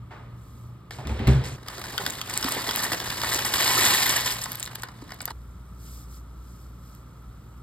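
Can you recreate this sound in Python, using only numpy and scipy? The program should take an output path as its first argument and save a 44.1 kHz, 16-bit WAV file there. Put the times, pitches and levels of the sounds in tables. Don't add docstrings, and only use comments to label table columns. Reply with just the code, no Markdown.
import sys
import numpy as np
from scipy import signal
from scipy.fft import rfft, irfft, next_fast_len
from scipy.io import wavfile
from scipy.ndimage import uniform_filter1d, map_coordinates

SR = 44100
rng = np.random.default_rng(int(sys.argv[2]) if len(sys.argv) > 2 else 0)


def int16_out(signal):
    q = np.round(np.clip(np.atleast_2d(signal).T, -1, 1) * 32767)
    wavfile.write(sys.argv[1], SR, q.astype(np.int16))


N = 336218
T = np.arange(N) / SR
LIFT_S, POUR_START_S, POUR_END_S = 0.908, 1.563, 5.32

# pitch_hz, level_db
HUM_OVERTONES = [(118.4, -52.5), (177.6, -60)]
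# frequency_hz, level_db
BURNER_COLOUR = [(25, -32), (48, 6), (90, 1), (140, -1), (220, -7), (320, -12), (500, -19), (750, -23),
                 (1100, -19), (1260, -15), (1450, -29), (2000, -30.5), (4000, -35), (15000, -79.5)]
# pitch_hz, width_hz, level_db
SINGING_BANDS = [(1232, 49, -64.5), (1320, 106, -62.5)]
# frequency_hz, level_db
FIZZ_COLOUR = [(1000, -8), (2500, -11), (5000, -2.5), (8000, -3), (12500, -3), (15500, -3)]
# middle_s, length_s, level_db
HISS_SWELLS = [(0.538, 0.38, -62), (5.928, 0.26, -50), (6.147, 0.1, -52.5), (6.56, 0.3, -60.5),
               (6.907, 0.21, -59.5)]
# frequency_hz, level_db
SCUFF_COLOUR = [(150, -1), (450, 4), (1000, 5), (2100, -1.5), (2800, -7), (5000, -17.5), (12000, -34)]
# start_s, click_db, rustle_db, rustle_fade_s
BAG_TUGS = [(0.9082, -26.5, -42, 0.45), (1.0715, -27, -48, 0.92), (1.271, -25, -37, 0.47),
            (1.4388, -30, -37, 0.58)]
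# frequency_hz, level_db
RUB_COLOUR = [(40, -18), (100, 10.5), (250, -2), (400, 0), (600, -6), (1000, -10.5), (2000, -12),
              (4000, -18.5), (10000, -47)]
# frequency_hz, level_db
RUSTLE_COLOUR = [(500, 2.5), (1500, 1), (4500, 1), (8000, -2.5), (12500, -10), (15500, -24)]
# start_s, level_db, knock_offset_db
PASTA_HITS = [(1.6315, -40, -6), (1.675, -34, -4), (1.6845, -20, -11.5), (1.7815, -28, -4),
              (1.8145, -26.5, -10), (1.8402, -23.5, -11), (1.9793, -10.5, -18), (2.064, -9.5, -12.5),
              (2.2145, -14.5, -20), (2.297, -26, -2), (2.4277, -15.5, -23), (2.4435, -13, -12.5),
              (2.4835, -25.5, -5.5), (2.6898, -17.5, -8.5), (2.7099, -11.5, -14), (2.672, -19.5, -6.5),
              (2.9188, -14.5, -5.5), (2.9324, -10.5, -18), (3.0009, -14.5, -9.5), (3.1024, -14.5, -16),
              (3.2163, -13.5, -12), (3.2345, -17, -4.5), (3.3214, -22.5, -1), (3.3909, -14, -12),
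              (3.5396, -8, -24.5), (3.6775, -10.5, -15), (3.9365, -13.5, -14.5), (4.4577, -21.5, -8.5),
              (4.675, -29, -0.5), (4.7555, -22.5, -12), (4.8335, -26.5, -1.5), (4.886, -38, 3.5),
              (5.0924, -46, 5), (5.106, -38.5, 6), (5.12, -31.5, 2), (5.2051, -34.5, 6.5),
              (5.2773, -33.5, 6), (5.305, -29, -3)]
# pitch_hz, level_db, fade_s
PASTA_NOTES = [(1540, -3, 0.015), (3325, 7, 0.0039), (5030, 0, 0.011)]
# pitch_hz, width_hz, level_db
POT_NOTES = [(839, 24, -3.5), (1027, 214, 3), (1853, 310, 6), (2190, 30, -3), (2945, 43, 4.5),
             (3570, 56, 0.5), (3875, 180, 2), (4150, 77, 4.5), (4690, 270, 3)]
# start_s, level_db, deep_offset_db, boom_offset_db
STOVE_BUMPS = [(0.986, -25, -27, 0.5), (1.052, -14.5, -5, -8.5), (1.094, -12, -2.5, -16),
               (1.192, -8, -10, -19), (1.272, 1, -4.5, -4), (1.287, -5.5, -18, -26), (1.347, -16, -29, 11),
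               (1.431, -26, 3, 2), (1.52, -29.5, -6, 5.5)]
# pitch_hz, level_db, fade_s
STOVE_NOTES = [(67, 6, 0.37), (128.2, 7.5, 0.28), (102, -1, 0.15), (222, -4.5, 0.21), (292, -9, 0.18),
               (389, -15.5, 0.29), (775.5, -18.5, 0.15)]
# frequency_hz, level_db
KNOCK_COLOUR = [(100, 2), (280, -2), (520, 2), (900, -29), (2300, -3), (5000, -27), (12000, -45)]
# start_s, level_db, fade_s, pitch_hz, width_hz
BUMP_SCRAPES = [(0.986, -39, 0.33, 750, 260), (1.094, -39, 0.39, 860, 200)]
# start_s, level_db, pitch_hz, run_s
CREASE_SNAPS = [(1.193, -38, 3500, 0.0024), (1.2755, -20, 4040, 0.0026), (2.0245, -30.5, 8450, .001),
                (2.101, -16.5, 6900, 0.0045), (2.2965, -21, 7600, 0.0037), (2.3374, -18, 8000, .002),
                (2.3757, -8, 8530, .0005), (2.49, -19, 12500, .001), (2.5216, -13.5, 8500, 0.00098),
                (2.7603, -10.5, 11900, .0005), (2.841, -15.5, 9680, .002), (3.3455, -10, 7340, 0.0014),
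                (3.8527, -6.5, 7740, 0.00095), (4.063, -10.5, 12800, .003), (4.1656, -14, 7900, 0.0024),
                (4.3244, -17.5, 5040, 0.0021), (4.438, -14.5, 8450, .004), (4.519, -18, 11800, 0.00064),
                (4.53, -26, 14160, .001), (4.555, -19, 11500, .002), (4.573, -32.5, 13000, .002),
                (4.5975, -20, 8700, 0.0012), (4.603, -22.5, 8600, .002), (4.628, -16, 7500, 0.00088),
                (4.635, -25, 12100, 0.0009), (4.644, -26.5, 7200, 0.0013), (4.654, -24, 8050, 0.0018),
                (4.661, -23, 4500, .001), (4.7518, -29, 12700, 0.0009), (4.755, -21, 11700, 0.0018),
                (4.8215, -26, 8000, 0.0015), (4.8345, -22.5, 11900, 0.0014), (5.143, -35, 12600, .002),
                (5.216, -23.5, 7800, 0.0025), (5.2553, -13.5, 12600, 0.00029), (6.95, -39.5, 12500, .0003)]
# start_s, stop_s, level_db
CRINKLE_SPELLS = [(1.701, 2.595, -34), (4.385, 4.71, -36.5)]
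# time_s, flow_db
PASTA_FLOW = [(1.64, -56.5), (1.7, -45), (1.9, -43), (2.02, -38), (2.22, -41), (2.42, -34), (2.62, -34.5),
              (2.78, -31.5), (2.98, -37), (3.17, -35.5), (3.33, -29.5), (3.51, -32), (3.6, -24.5),
              (3.9, -21.5), (4.22, -30), (4.32, -30), (4.38, -38), (4.62, -47), (4.95, -56), (5.29, -52.5)]
# frequency_hz, level_db
RATTLE_COLOUR = [(300, -15.5), (800, -3.5), (2000, -1.5), (2500, 4), (4200, 1.5), (6500, 0), (9500, 1),
                 (15500, -3)]
# frequency_hz, level_db
SPLASH_COLOUR = [(40, -11), (95, 6), (175, 1), (450, -1.5), (700, -2.5), (1100, 0), (1900, -5.5),
                 (3000, -32), (8000, -53)]
# start_s, rattle_db, pot_db, splash_db
PASTA_CLUMPS = [(1.777, -51, -58, -33.5), (1.922, -48, -52, -35.5), (1.994, -37.5, -41, -28.5),
                (2.068, -40, -50, -35), (2.297, -41.5, -42, -47), (2.38, -36, -48, -40),
                (2.512, -30.5, -30.5, -33.5), (2.562, -33.5, -30, -25.5), (2.667, -29, -27.5, -31),
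                (2.768, -23.5, -25, -31), (2.824, -21.5, -29, -41), (2.846, -33.5, -29, -34),
                (2.917, -23, -29, -24.5), (3.236, -26, -25, -35), (3.283, -27, -32, -37.5),
                (3.324, -21, -25, -46), (3.447, -18.5, -22.5, -34), (3.535, -19.5, -28, -29),
                (3.69, -22.5, -19.5, -36.5), (3.776, -17.5, -19.5, -29.5), (3.855, -17, -21.5, -31),
                (3.896, -35.5, -29.5, -28.5), (3.935, -19.5, -25.5, -39.5), (4.02, -21, -25, -49),
                (4.059, -20.5, -21, -42), (4.09, -16, -24.5, -32.5), (4.157, -18, -21.5, -32),
                (4.255, -21.5, -24.5, -42), (4.301, -21.5, -39, -49), (4.412, -25, -37, -52)]
# start_s, level_db, pitch_hz
PASTA_PINGS = [(1.979, -23.5, 3230), (2.2148, -27, 3280), (2.339, -22.5, 4570), (2.427, -19, 5130),
               (2.692, -17, 3300), (3.679, -13.5, 4300), (4.628, -25, 3820)]
# start_s, level_db, pitch_hz
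AIR_POCKETS = [(1.984, -18.5, 1430), (2.447, -22, 262), (2.4824, -18, 1110), (3.235, -27, 960),
               (4.462, -24, 1040), (4.833, -22, 1480), (4.834, -27.5, 1050), (5.023, -33.5, 288),
               (5.283, -24, 1490), (5.307, -27, 1000)]
# frequency_hz, fade_s
ECHO_FADES = [(150, 0.72), (1000, 0.37), (4000, 0.092), (14000, 0.013)]
# frequency_hz, lead_radians
PORT_LEAD = [(0, 0), (400, -.55), (900, -.25), (1810, .05), (2580, 2.4), (3300, 1.2), (3900, .9),
             (4600, 1.45), (5150, 1.4), (5900, 3.14), (6700, 4.3), (7700, 6.25), (8400, 6.3), (9700, 9.3),
             (10700, 9.5), (11850, 12.5), (13000, 12.6), (14000, 15.4), (15700, 16.2)]
# frequency_hz, offset_db
PORT_LEVELS = [(200, 0), (450, -1.3), (750, -2.2), (1100, -1.2), (1600, 0)]


def amp(db):
    return 10 ** (np.asarray(db) / 20)


def fade(t, fade_s, level_db=0):
    return amp(level_db - 60 * t / fade_s)


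def rise(t, rise_s):
    return 1 - np.exp(-t / rise_s)


def burst(start_s, rise_s, fade_s):
    age = np.maximum(T - start_s, 0)
    return rise(age, rise_s) * fade(age, fade_s)


def sine(hz, t):
    return np.sin(2 * np.pi * hz * t)


def unit(x):
    return x / np.sqrt(np.mean(x ** 2) + 1e-20)


def unit_energy(x):
    return unit(x) / np.sqrt(x.shape[-1])


def along(points, hz):
    frequencies, values = np.transpose(points)
    return np.interp(np.log(hz + 1), np.log(frequencies + 1), values)


def between(start_s, stop_s):
    return uniform_filter1d(((T >= start_s) & (T < stop_s)) * 1., size=200)


def wobble(per_s):
    return map_coordinates(rng.standard_normal(int(N * per_s / SR) + 4), [T * per_s])


def add(track, start_s, sound):
    stretch = track[..., max(round(start_s * SR), 0):][..., :sound.shape[-1]]
    stretch += sound[..., :stretch.shape[-1]]


def filtered(x, response):
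    size = next_fast_len(N + SR // 4)
    return irfft(rfft(x, size) * response(np.fft.rfftfreq(size, 1 / SR)), size)[..., :N]


def coloured(x, colour):
    return unit(filtered(x, lambda hz: amp(along(colour, hz))))


def noise(size=N):
    return rng.standard_normal(size) + amp(-5) * rng.standard_normal((2, size))


def narrow_noise(hz, width_hz, size=N):
    return unit(signal.lfilter(*signal.iirpeak(hz, hz / width_hz, SR), rng.standard_normal(size)))


def grains(per_s, low_hz, high_hz, cycles, spread_db, size, glide=0):
    per_s = per_s * np.ones(N)
    starts = np.flatnonzero(rng.random(N) < per_s / SR)
    place, strength, life = rng.random((len(starts), 3)).astype(np.float32).T[:, :, None]
    hz = low_hz + (high_hz - low_hz) * place
    t = np.arange(size, dtype=np.float32) / SR
    age = t * hz / (cycles * (.5 + life))
    rings = sine(hz * (1 + glide * rise(age, 2)), t) * np.exp(-age)
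    level_db = spread_db * np.minimum(-np.log(1 - strength), np.pi)
    rings *= amp(level_db) / np.linalg.norm(rings, axis=1, keepdims=True)
    rings /= np.sqrt(per_s[starts, None])
    samples = starts[:, None] + np.arange(size)
    return unit(np.bincount(samples.ravel(), rings.ravel(), N + size)[:N])


def stove_hum(mains_hz=59.2, beat_hz=3.02):
    def tone(hz, db):
        return np.sqrt(2) * amp(db) * np.sin(2 * np.pi * hz * T + .25 * wobble(5))

    beat = 1 + 0.56 * np.cos(2 * np.pi * beat_hz * T)
    buzz_gain = np.where(T < LIFT_S, amp(-45) * beat, amp(-49 + wobble(13)))
    buzz = buzz_gain * (tone(2 * mains_hz, 0) + tone(3 * mains_hz, -15))
    deep_db = -40 + 0.31 * wobble(4.18) - 2.5 * np.maximum(T - POUR_END_S, 0)
    hum = tone(mains_hz, deep_db) + sum(tone(hz, db + 0.3 * wobble(2.7)) for hz, db in HUM_OVERTONES)
    rush = amp(np.where(T < POUR_END_S, -46, -46.5)) * coloured(noise(), BURNER_COLOUR)
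    after = between(POUR_END_S, np.inf)
    return (1 - after) * buzz + after * hum + rush


def burner_singing():
    before, after = [amp(db) * narrow_noise(hz, width_hz) for hz, width_hz, db in SINGING_BANDS]
    band = signal.butter(2, [900, 1700], "band", fs=SR, output="sos")
    return signal.sosfilt(band, np.where(T < POUR_END_S, before, after))


def water_fizz():
    steady = amp(np.where(T < POUR_END_S, -71.5, -64.5) + 0.29 * wobble(6.6))
    swells = sum(amp(db) * np.exp(-np.abs(2 * (T - middle_s) / length_s) ** 3)
                 for middle_s, length_s, db in HISS_SWELLS)
    pops = grains(2500, 2200, 13500, cycles=5.1, spread_db=1.5, size=150)
    return np.hypot(steady, swells) * coloured(pops + noise(), FIZZ_COLOUR)


def scuff(start_s=0.107):
    tap = amp(-49) * burst(start_s, rise_s=0.001, fade_s=0.018)
    tail = amp(-43) * burst(start_s, rise_s=0.0036, fade_s=0.77)
    return (tap + tail) * coloured(noise(), SCUFF_COLOUR)


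def bag_rub(free_s=1.327, rise_db_per_s=46, fall_db_per_s=57):
    drag = amp(-29.5 - np.maximum(rise_db_per_s * (free_s - T), fall_db_per_s * (T - free_s)))
    jolts = sum(amp(db - 24.5) * burst(start_s, rise_s=0.004, fade_s=0.24)
                for start_s, db, _, _ in STOVE_BUMPS)
    rough_noise = noise() * amp(0.87 * wobble(110))
    return np.hypot(drag, jolts) * coloured(rough_noise, RUB_COLOUR)


def bag_rustle():
    crackles = grains(1500, 1000, 15000, cycles=2.5, spread_db=3, size=200)
    tugs = sum(amp(db) * burst(start_s, 0.0077, fade_s) for start_s, _, db, fade_s in BAG_TUGS)
    return tugs * coloured(crackles + noise(), RUSTLE_COLOUR)


def pot_ring(x):
    return filtered(x, lambda hz: sum(
        amp(db) * 1j * hz * width_hz / (note_hz ** 2 - hz ** 2 + 1j * hz * width_hz)
        for note_hz, width_hz, db in POT_NOTES))


def clicks(hits):
    cracks, knocks, splashes = np.zeros((2, N)), np.zeros(N), np.zeros(N)
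    t = np.arange(SR // 25) / SR
    for start_s, db, knock_db in hits:
        bounce_s = rng.uniform(.001, .003)
        for contact_s, contact_db in [(start_s, db), (start_s + bounce_s, db - 7)]:
            crack = noise(len(t)) * (fade(t, .0045) + fade(t, .025, -21))
            ring = sum(fade(t, fade_s, note_db) * sine(hz * np.exp(0.1 * rng.standard_normal()), t)
                       for hz, note_db, fade_s in PASTA_NOTES)
            click = unit_energy((crack + 0.91 * ring) * rise(t, .0001))
            add(cracks, contact_s, amp(contact_db + 11.5) * click)
            knock = rng.standard_normal(len(t)) * fade(t, 0.015, contact_db + knock_db + 4.5)
            add(knocks, contact_s, knock)
        for wait_s, detune in zip(rng.exponential(0.001936, 3), rng.standard_normal(3)):
            bubble = sine(1400 * np.exp(0.267 * detune), t) * fade(t, 0.013, db + knock_db - 2)
            add(splashes, start_s + wait_s, bubble)
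    thin_cracks = filtered(cracks, lambda hz: hz / np.hypot(hz, 1400))
    return thin_cracks + pot_ring(knocks) + splashes


def stove_bumps(hand_s=1.408):
    booms, knock_gain, t = np.zeros(N), np.zeros(N), np.arange(SR // 2) / SR
    for start_s, db, deep_db, boom_db in STOVE_BUMPS:
        offsets_db = [deep_db, boom_db] + [0] * (len(STOVE_NOTES) - 2)
        ring = sum(fade(t, fade_s, note_db + offset_db) * sine(hz, t)
                   for (hz, note_db, fade_s), offset_db in zip(STOVE_NOTES, offsets_db))
        held = np.clip((start_s + t - hand_s) / 0.038, 0, 1) * (start_s < hand_s)
        add(booms, start_s, amp(db - 10.5 - 19 * held) * ring * rise(t, 0.0068))
        add(knock_gain, start_s, fade(t, 0.059, -24.5 + 0.88 * db))
    return booms + knock_gain * coloured(noise(), KNOCK_COLOUR)


def scrapes():
    out, t = np.zeros(N), np.arange(SR // 2) / SR
    for start_s, db, fade_s, hz, width_hz in BUMP_SCRAPES:
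        add(out, start_s, fade(t, fade_s, db) * narrow_noise(hz, width_hz, len(t)))
    return out


def plastic_snaps(crinkles_per_s=28):
    out, t = np.zeros((2, N)), np.arange(SR // 30) / SR
    creases = list(CREASE_SNAPS)
    for start_s, stop_s, db in CRINKLE_SPELLS:
        length_s = stop_s - start_s
        for when, size, pitch in rng.random((round(crinkles_per_s * length_s), 3)):
            creases.append((start_s + when * length_s, db + 2 * size - 1, 5000 + 8000 * pitch, .002))
    crack_gain = fade(t, .004) + fade(t, .026, -23)
    ring_gain = fade(t, 0.0029, 7)
    for start_s, db, hz, run_s in creases:
        snap = np.zeros((2, len(t)))
        for place, (size, detune) in zip([0, rng.random(), 1], rng.standard_normal((3, 2))):
            slip = noise(len(t)) * crack_gain + ring_gain * sine(hz * np.exp(0.074 * detune), t)
            add(snap, place * run_s, amp(2 * size) * slip)
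        add(out, start_s, amp(db + 13.5) * unit_energy(snap))
    return filtered(out, lambda hz: hz / np.hypot(hz, 2400))


def pasta_pour(full_flow_db=-21, heap_s=3.85):
    flow_db = np.interp(T, *np.transpose(PASTA_FLOW)) - full_flow_db
    flow = amp(.4 * np.minimum(flow_db, 0))
    strike_share = np.clip(.25 + .75 * flow, 0, .85)

    def strike_and_slide(hits):
        return np.sqrt(strike_share) * hits + np.sqrt(1 - strike_share) * noise()

    contacts = grains(500 + 2600 * flow, 732, 14480, cycles=1.86, spread_db=-1.5, size=320)
    bunching = amp((1.2 - flow) * (3 * wobble(170) + 1.6 * wobble(35)))
    clatter = unit(strike_and_slide(contacts) * bunching)
    bright = coloured(clatter, RATTLE_COLOUR)
    dull = filtered(bright, lambda hz: 1 / np.hypot(1, hz / 5500))
    rattle = amp(-20 + flow_db) * (dull + (bright - dull) * flow ** .5)
    bubbles = grains(500 + 900 * flow, 171, 2410, cycles=1.15, spread_db=1.5, size=800, glide=0.14)
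    water = coloured(strike_and_slide(bubbles) * bunching, SPLASH_COLOUR)
    heap = np.clip((T - heap_s) / 0.092, 0, 1)
    splash = amp(-33 + 0.49 * flow_db - 3.5 * heap) * water
    small_bubbles = grains(130, 784, 2097, cycles=12, spread_db=13, size=1600, glide=0.082)
    ringing = amp(-30 + 0.89 * flow_db) * (unit(pot_ring(clatter)) + amp(-7.5) * small_bubbles)
    return (rattle + ringing + splash) * between(POUR_START_S, POUR_END_S)


def stray_hits(per_s=5, knock_offset_db=-7):
    length_s = POUR_END_S - POUR_START_S
    when, size = rng.random((round(per_s * length_s), 2)).T
    starts_s = POUR_START_S + length_s * when
    flow_db = np.interp(starts_s, *np.transpose(PASTA_FLOW))
    levels_db = np.minimum(flow_db + 8, -12) + 4 * (2 * size - 1)
    return [(start_s, db, knock_offset_db) for start_s, db in zip(starts_s, levels_db)]


def pasta_clumps():
    gains, t = np.zeros((3, N)), np.arange(SR // 6) / SR
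    shape = rise(t, 0.0043) * fade(t, 0.12)
    for start_s, *levels_db in PASTA_CLUMPS:
        add(gains, start_s, amp(levels_db)[:, None] * shape)
    ticks = grains(1000, 2840, 14900, cycles=3.2, spread_db=1.5, size=200)
    rattle = coloured(ticks + amp(-11) * noise(), RATTLE_COLOUR)
    ringing = unit(pot_ring(grains(1200, 910, 2320, cycles=2.8, spread_db=0.5, size=400)))
    bubbles = grains(450, 240, 895, cycles=2.3, spread_db=-1, size=800, glide=0.11)
    return gains[0] * rattle + gains[1] * ringing + gains[2] * bubbles


def pasta_pings():
    out, t = np.zeros(N), np.arange(SR // 20) / SR
    for start_s, db, hz in PASTA_PINGS:
        add(out, start_s, fade(t, 0.02, db) * sine(hz, t))
    return out


def bubble_plops():
    out, t = np.zeros(N), np.arange(SR // 12) / SR
    for start_s, db, hz in AIR_POCKETS:
        shape = rise(t, 0.00024) * np.exp(-t * hz / 2)
        add(out, start_s + 0.00135, amp(db + 3) * shape * sine(hz * (1 + 1.2 * t), t))
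    return out


def kitchen_echo(x):
    hz, t, spectrum = signal.stft(rng.standard_normal((2, SR // 3)), SR, nperseg=256)
    tail = signal.istft(spectrum * fade(t, along(ECHO_FADES, hz)[:, None]), SR, nperseg=256)[1]
    delayed = np.pad(x.mean(axis=0), (150, 0))[None]
    echo = signal.fftconvolve(delayed, tail / np.linalg.norm(tail[0]), axes=1)[:, :N]
    return filtered(echo, lambda hz: hz ** 4 / (hz ** 4 + 260 ** 4))


def scene():
    tug_hits = [(start_s, db, -5) for start_s, db, _, _ in BAG_TUGS]
    sharp = clicks(PASTA_HITS + stray_hits() + tug_hits)
    sharp += plastic_snaps() + pasta_pings() + bubble_plops()
    noisy = pasta_pour() + pasta_clumps() + scuff()
    lifting = (bag_rub() + bag_rustle() + stove_bumps() + scrapes()) * between(LIFT_S, POUR_START_S)
    echo = kitchen_echo(amp(-12) * sharp + amp(-15) * noisy) * between(0, POUR_END_S)
    return sharp + noisy + lifting + echo + stove_hum() + burner_singing() + water_fizz()


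def record(dry, peak_limit=.7, bottom_hz=42, top_hz=15850):
    def port_response(hz):
        lead = np.interp(hz, *np.transpose(PORT_LEAD))
        left = np.exp(.5j * lead) * amp(along(PORT_LEVELS, hz) / 2)
        low_cut = hz ** 6 / (hz ** 6 + bottom_hz ** 6)
        return np.array([left, 1 / left]) * low_cut * (hz < top_hz)

    middle = dry.mean(axis=0)
    pair = middle + filtered(dry - middle, lambda hz: hz ** 3 / (hz ** 3 + 230 ** 3))
    rounded = pair / (1 + np.abs(pair / peak_limit) ** 4) ** .25
    return filtered(rounded, port_response)


dry = scene()
out = record(dry)
int16_out(out)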